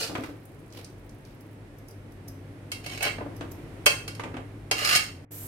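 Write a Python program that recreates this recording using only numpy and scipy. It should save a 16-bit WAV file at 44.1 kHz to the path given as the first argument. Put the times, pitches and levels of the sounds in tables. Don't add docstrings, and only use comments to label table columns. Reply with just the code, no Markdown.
import sys
import numpy as np
from scipy import signal
from scipy.fft import rfft, irfft, next_fast_len
from scipy.io import wavfile
from scipy.ndimage import uniform_filter1d, map_coordinates

SR = 44100
rng = np.random.default_rng(int(sys.argv[2]) if len(sys.argv) > 2 else 0)


def dump(signal):
    limited = np.clip(np.atleast_2d(signal).T, -1, 1)
    pcm = np.round(limited * 32767).astype(np.int16)
    wavfile.write(sys.argv[1], SR, pcm)


N = 241315
TIME = np.arange(N) / SR
RING_TIME = np.arange(SR // 3) / SR


def amp(db):
    return 10 ** (np.asarray(db) / 20)


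def unit(x):
    return x / np.sqrt(np.mean(x ** 2))


def fade(t60):
    return np.exp(-np.log(1000) * RING_TIME / t60)


def colour(spectrum, hz):
    f, db = np.transpose(spectrum)
    return amp(np.interp(np.log(hz), np.log(f), db))


def bell(f, hz, octaves):
    return np.exp(-(np.log2(f / hz) / octaves) ** 2 / 2)


def walk(rate_hz):
    knots = rng.standard_normal(1000)
    return unit(map_coordinates(knots, [TIME * rate_hz], order=3, mode="wrap"))


def gesture(s, length, attack_s, release_t60):
    release = np.exp(-np.log(1000) * np.maximum(TIME - s - length, 0) / release_t60)
    return np.clip((TIME - s) / attack_s, 0, 1) * release


def noise(gain_at, size=len(RING_TIME), coherent_hz=720):
    length = next_fast_len(size)
    hz = np.maximum(np.fft.rfftfreq(length, 1 / SR), 1)
    mid, side = rfft(rng.standard_normal((2, length)))
    coherence = .96 / (1 + (hz / coherent_hz) ** 3)
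    mid, side = mid * np.sqrt(1 + coherence), side * np.sqrt(1 - coherence)
    return unit(irfft(np.array([mid + side, mid - side]) * gain_at(hz), length)[:, :size])


def modes(hz, gains, t60s, split=0.0028):
    out = 0
    for f, gain, t60 in zip(hz, gains / np.linalg.norm(gains), t60s):
        lag = rng.choice([-1, 1]) * min(f / 1100, 1) * np.pi / 4
        phase = rng.uniform(0, 2 * np.pi) + np.array([[lag], [-lag]])
        lower_hz, upper_hz = f * (1 + split * np.array([-1, 1]) * rng.uniform(0, 2.4, 2))
        lower = np.sin(2 * np.pi * lower_hz * RING_TIME + phase)
        upper = np.cos(2 * np.pi * upper_hz * RING_TIME + phase[::-1])
        out = out + gain * (lower + upper) * fade(t60)
    return out


def add(out, s, sound):
    start = int(s * SR)
    out[:, start:start + sound.shape[1]] += sound[:, :N - start]


def through(x, response):
    response = response / np.sqrt(np.sum(response ** 2) / 2)
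    return signal.fftconvolve(np.atleast_2d(x), response, axes=1)[:, :N]


def grains(rate_hz, spread_db):
    size = amp(spread_db * np.clip(rng.standard_normal(N), -2, 2))
    return unit((rng.random(N) < rate_hz / SR) * size * rng.choice([-1, 1], N))


# (frequency [Hz], density level [dB])
ROOM_SPECTRUM = [(20, -42.5), (32, -11.5), (47, -3.5), (72, -16), (104, -3.5), (195, -13), (295, -9),
                 (700, -21), (1200, -27.5), (2000, -28.5), (3500, -38), (7000, -46), (9000, -43),
                 (12500, -47.5), (16000, -56)]
# (frequency [Hz], relative level [dB], rms deviation [Hz])
HUM_TONES = [(101.8, 0, 4.55), (148.7, -8.5, 3.2), (282, -9.5, 9.3)]


def room_tone(air_db=-47.5, hum_db=-52, waver_db=-0.5, step_db=6.5, step_s=2.26, rise_s=0.039):
    swell_db = 5.26 * np.exp(-(TIME - 3.6) ** 2)
    air = noise(lambda f: colour(ROOM_SPECTRUM, f), N) * amp(air_db + swell_db)
    hum = 0
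    for hz, db, deviation_hz in HUM_TONES:
        phase = 2 * np.pi * np.cumsum(hz + deviation_hz * walk(12)) / SR
        hum = hum + unit(np.sin(phase) * amp(waver_db * walk(14))) * amp(db)
    step = np.clip((TIME - step_s) / rise_s, 0, 1)
    drift_db = walk(2.9)
    return air + hum * amp(hum_db + step_db * step + drift_db)


# (frequency [Hz], level at the rim [dB], level in the bowl [dB], T60 before added damping [s])
PAN_MODES = [(438, -11, -7, .2), (582, -6, -9, .19), (772, -12, -4, .18), (1066, -12, -10, .22),
             (1232, -16, -6, .2), (1430, -3, -4, .18), (1654, -7, -7, .16), (2112, -3, 0, .17),
             (2222, -3, -1, .26), (2544, -1, -8, .15), (2624, 5, -5, .28), (2745, -8, 0, .28),
             (2794, -9, -4, .34), (3149, 3, 0, .21), (3252, -3, -5, .21), (3758, -22, -7, .2),
             (4021, -9, -9, .2), (4462, -3, -5, .26), (4548, -5, -8, .17), (5130, -15, -9, .22),
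             (5455, -18, -6, .15), (6546, -11, -10, .16), (8473, -10, -13, .15)]
# (frequency [Hz], density level [dB])
RASP_SPECTRUM = [(50, -25), (150, -13), (400, -3), (950, -4), (1300, -3.5), (2800, -0.5), (3600, -7.5),
                 (4500, -1), (7000, -12), (8600, -12.5), (13000, -17.5), (16000, -30)]
# (time [s], duration [s], final level [dB], growth [dB], treble gain [dB])
BLADE_STROKES = [
    [(-0.022, 0.066, -36, -4.5, 8.5)],
    [(2.83, 0.17, -41.5, 10, 5), (3.015, 0.057, -28, -7, -2.5)],
    [(4.76, 0.19, -21, 14, 5.5)],
]
# (pan level [dB], blade level [dB], blade modes (frequency [Hz], weight [dB]))
CONTACT_RESPONSES = [(-24, -1.6, [(450, 13), (900, 5), (3750, 8), (4150, 11), (4550, -5)]),
                     (-8, -1.2, [(770, 10), (1420, 3.5), (1920, 10.5), (2230, 10), (2600, 12)]),
                     (-12.5, 1, [(880, -8), (1230, 6), (1410, 0), (1670, 4), (2120, 5), (2760, 4.5),
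                     (4130, -1), (4650, -7), (5150, 1), (7850, -11), (8650, -25)])]


def scrapes(rasp_t60=0.031, blade_cycles=50, t60_share=0.42, choke_hz=3500, chatter_db=3, attack_s=0.014):
    out = np.zeros((2, N))
    hz, _, bowl_db, t60s = np.transpose(PAN_MODES)
    lowpass = signal.butter(2, 3500, fs=SR, output="sos")
    for strokes, (pan_db, blade_db, blade_modes) in zip(BLADE_STROKES, CONTACT_RESPONSES):
        slips = unit(grains(rate_hz=2200, spread_db=2.0) * amp(chatter_db * walk(170)))
        low = signal.sosfiltfilt(lowpass, slips)
        force = 0
        for s, length, db, growth_db, treble_db in strokes:
            remaining = np.clip(1 - (TIME - s) / length, 0, 1)
            body = low * gesture(s, length, attack_s, release_t60=0.18)
            treble = (slips - low) * gesture(s, length, attack_s, release_t60=0.14)
            force = force + amp(db - growth_db * remaining) * (body + amp(treble_db) * treble)
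        rasp = noise(lambda f: colour(RASP_SPECTRUM, f)) * fade(rasp_t60)
        blade_hz, weight_db = np.transpose(blade_modes)
        blade = modes(blade_hz, amp(weight_db) * np.sqrt(blade_hz), blade_cycles / blade_hz)
        pan = modes(hz, amp(bowl_db), t60s * t60_share / np.hypot(1, hz / choke_hz))
        out += through(force, rasp + amp(blade_db) * blade + amp(pan_db) * pan)
    return out


# (frequency [Hz], density level [dB])
SQUELCH_SPECTRUM = [(50, -20), (150, -7), (400, 13.5), (900, 2), (2000, -1.5), (5200, -1), (7000, -9.5),
                    (12000, -6), (16000, -12)]
# (time [s], duration [s], level [dB], cavity resonance [Hz])
PASTE_PUSHES = [(0, .26, -50, 1180), (0.71, 0.064, -47, 2700), (1.228, .08, -63, 3600)]


def squelches(cavity_db=4, cavity_octaves=.5, tearing_db=8.5):
    swish = 0
    for s, length, db, hz in PASTE_PUSHES:
        cavity = lambda f: amp(cavity_db * bell(f, hz, cavity_octaves))
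        tearing = noise(lambda f: colour(SQUELCH_SPECTRUM, f) * cavity(f), N)
        swish = swish + tearing * amp(db) * gesture(s, length, attack_s=0.034, release_t60=0.33)
    return swish * unit(amp(tearing_db * np.tanh(walk(220))))


# (frequency [Hz], density level [dB])
POP_SPECTRUM = [(800, -30), (3000, -14), (4400, 1), (5600, -1.5), (7500, -8), (9000, -3.5), (12500, -5),
                (16000, -7)]
# (time [s], level [dB], band centre [Hz])
LOUD_POPS = [(0.454, -49.5, 11300), (.703, -58, 6000), (.725, -49, 6000), (0.846, -41.5, 6300),
             (1.094, -52, 7050), (1.251, -53, 5000)]


def steam_pops(t60=0.028, octaves=0.57, tail_db=-17, tail_t60=0.13, small_count=44, stir_s=1.55):
    out = np.zeros((2, N))
    small_pops = [(stir_s * (k + when) / small_count, -64 + 4 * size, 12000 * 2 ** (pitch - .5))
                  for k, (when, size, pitch) in enumerate(rng.random((small_count, 3)))]
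    envelope = fade(t60) + amp(tail_db) * fade(tail_t60)
    for s, db, hz in LOUD_POPS + small_pops:
        pop = noise(lambda f: colour(POP_SPECTRUM, f) * bell(f, hz, octaves))
        add(out, s, amp(db) * pop * envelope)
    return out


# (frequency [Hz], level [dB], T60 [s])
STAND_MODES = [(283, -1, 0.065), (290.4, -3.5, 0.16), (300, -14, 0.067), (927, -15, 0.19),
               (1188, -14.5, 0.19), (1590, -14, 0.031), (2070, -25, 0.069)]
# (frequency [Hz], density level [dB])
THUD_SPECTRUM = [(30, -45), (80, -6), (200, -8), (300, -13), (480, 0.5), (750, -3.5), (1300, -3.5),
                 (2700, -7.5), (3800, -13), (5200, -18), (9000, -15.5), (16000, -27)]
# (time [s], level [dB], contact corner frequency [Hz], rebound interval [s])
PAN_SHOVES = [(.093, -28.5, 610, 0.018), (.152, -25.5, 4400, 0.028), (.236, -33, 7000, 0.05),
              (3.182, -30.5, 1300, 0.033), (3.207, -28.5, 1080, .052), (3.409, -32.5, 5800, .023),
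              (4.196, -30, 6560, 0.058), (4.236, -30, 5870, 0.026), (4.341, -33.5, 2400, 0.041),
              (4.367, -33, 4440, 0.023), (4.714, -35, 1030, 0.042)]


def knocks(thud_t60=0.072, ring_db=-1, rise_cycles=2, rebound_hz=430, seating_spread=.12):
    out = np.zeros((2, N))
    hz, mode_db, t60s = np.transpose(STAND_MODES)
    for start, shove_db, shove_hz, rock_s in PAN_SHOVES:
        contacts = [(start, shove_db, shove_hz),
                    (start + rock_s, shove_db - 1, rebound_hz),
                    (start + 2 * rock_s, shove_db - 7, rebound_hz)]
        for s, db, corner_hz in contacts:
            lowpass = lambda f: 1 / (1 + (f / corner_hz) ** 2)
            thud = noise(lambda f: colour(THUD_SPECTRUM, f) * lowpass(f)) * fade(thud_t60)
            seated_hz = hz * (1 + seating_spread * rng.uniform(-1, 1) * (hz < 500))
            ring = modes(seated_hz, amp(mode_db) * lowpass(hz), t60s)
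            rise = 1 - np.exp(-RING_TIME * corner_hz / rise_cycles)
            add(out, s, amp(db) * (thud + amp(ring_db) * ring) * rise)
    return out


# (frequency [Hz], level [dB], T60 [s])
LINK_MODES = [(5150, 1, 0.052), (6000, 3.5, 0.034), (8700, -7, 0.03), (11400, 2.5, 0.039),
              (11800, -4, 0.038), (11300, 1.5, 0.044), (13200, 3, 0.046), (14200, -7, 0.027)]
# (time [s], level [dB], band centre [Hz])
LINK_TOUCHES = [(1.408, -54, 11000), (1.785, -53.5, 10000), (1.884, -46.5, 7550), (1.909, -49.5, 7400),
                (2.12, -54.5, 10000), (2.282, -39, 9050), (3.364, -48, 8500), (3.517, -40, 12500)]


def bracelet(tick_db=-2, tick_t60=0.034, rise_s=0.00059, octaves=0.99, graze_s=0.0044, graze_db=-7):
    out = np.zeros((2, N))
    hz, link_db, t60s = np.transpose(LINK_MODES)
    highpass = lambda f: 1 / np.hypot(1, (5000 / f) ** 4)
    rise = 1 - np.exp(-RING_TIME / rise_s)
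    for s, db, centre_hz in LINK_TOUCHES:
        graze, tick = (noise(highpass) * fade(tick_t60) for _ in range(2))
        link_hz = hz * (1 + .04 * rng.uniform(-1.1, 1))
        ring = modes(link_hz, amp(link_db) * bell(hz, centre_hz, octaves), t60s, split=0.016)
        add(out, s - graze_s, amp(db + graze_db) * graze * rise)
        add(out, s, amp(db) * (ring + amp(tick_db) * tick) * rise)
    return out


# (frequency [Hz], density level [dB])
CLANG_SPECTRUM = [(150, -41), (330, -17.5), (520, -14), (950, -7), (1400, -6.5), (3100, -7.5), (3650, -14),
                  (4400, -1), (7300, -10.5), (8800, -6.5), (13000, -15), (16000, -30)]
# (time [s], level [dB], tilt [dB/octave], nearness to the rim [0-1], ring level [dB])
BLADE_STRIKES = [(2.717, -28.5, 2.7, 0, -9.5), (2.862, -33, -0.5, 0, -9), (3.007, -33.5, -3.5, 0.8, -5.5),
                 (3.026, -26, 19, 0.7, -11), (3.069, -44.5, -2.5, 0.3, 11.5), (3.8588, -18.5, 14, 1, -10),
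                 (3.8620, -9.5, -2, 0.9, -8.5), (4.078, -30, -0.5, 0, -13.5), (4.149, -42.5, 0.5, 0.4, -14),
                 (4.712, -16, -1.6, 0, -11), (4.817, -32.5, -5, .2, -8), (4.959, -19.5, 8, 0.4, -4)]


def clinks(clang_t60=0.055, crack_db=-3, crack_t60=0.014, early_db=7, early_t60=0.097, t60_share=.62):
    out = np.zeros((2, N))
    hz, rim_db, bowl_db, t60s = np.transpose(PAN_MODES)
    rise = 1 - np.exp(-RING_TIME / 0.001)
    for s, db, tilt_db, rim, ring_db in BLADE_STRIKES:
        tilt = lambda f: amp(tilt_db * np.log2(f / 1000))
        spectrum = lambda f: colour(CLANG_SPECTRUM, f) * tilt(f)
        clang = noise(spectrum) * fade(clang_t60)
        crack = noise(lambda f: spectrum(f) / np.hypot(1, 6000 / f)) * fade(crack_t60)
        mode_db = bowl_db + rim * (rim_db - bowl_db)
        ring = modes(hz, amp(mode_db) * tilt(hz), t60s * t60_share)
        ring = ring * (1 + amp(early_db) * fade(early_t60))
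        add(out, s, amp(db) * (amp(crack_db) * crack + clang + amp(ring_db) * ring) * rise)
    return out


DROPOUT_START_S, DROPOUT_END_S = 5.25, 5.308
# (frequency [Hz], density level [dB])
SIZZLE_SPECTRUM = [(2000, -13), (4500, -15.5), (6300, -10.5), (7600, -5), (10000, -7.5), (12400, 3.5),
                   (14000, -5), (16000, -7)]


def sizzle(level_db=-42.5, swell_s=0.012, flicker_db=1.0):
    fizz = noise(lambda f: colour(SIZZLE_SPECTRUM, f), N) * amp(flicker_db * walk(600))
    return fizz * amp(level_db) * np.clip((TIME - DROPOUT_END_S) / swell_s, 0, 1)


def tiles(x, t60=0.33, wet_db=-6, first_s=0.0026, dull_hz=10000, bass_hz=300):
    walls = lambda f: 1 / np.hypot(1, f / dull_hz) / np.hypot(1, bass_hz / f)
    tail = noise(walls) * fade(t60) * np.clip(RING_TIME / first_s - 1, 0, 1)
    return x + amp(wet_db) * through(x, tail)


def scene():
    stove = scrapes() + squelches() + steam_pops() + knocks() + bracelet() + clinks() + sizzle()
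    return tiles(stove) + room_tone()


# (frequency [Hz], left minus right level [dB])
PORT_BALANCE = [(500, 0.5), (1100, 1.5), (2400, -6.5), (4500, 0), (8500, -4), (14000, -2)]


def record(dry, ceiling=1.3, murk_db=-13, murk_hz=2400, top_hz=15800):
    length = next_fast_len(N)
    hz = np.maximum(np.fft.rfftfreq(length, 1 / SR), 1)
    balance = np.sqrt(colour(PORT_BALANCE, hz))
    heard = irfft(rfft(dry, length) * np.array([balance, 1 / balance]), length)[:, :N]
    heard = ceiling * np.tanh(heard / ceiling)
    dropout = uniform_filter1d(((TIME > DROPOUT_START_S) & (TIME < DROPOUT_END_S)) * 1., size=200)
    murk = amp(murk_db) * signal.sosfilt(signal.butter(4, murk_hz, fs=SR, output="sos"), heard)
    top_cut = signal.ellip(10, .2, 80, top_hz, fs=SR, output="sos")
    return signal.sosfilt(top_cut, heard * (1 - dropout) + murk * dropout)


dry = scene()
out = record(dry)
dump(out)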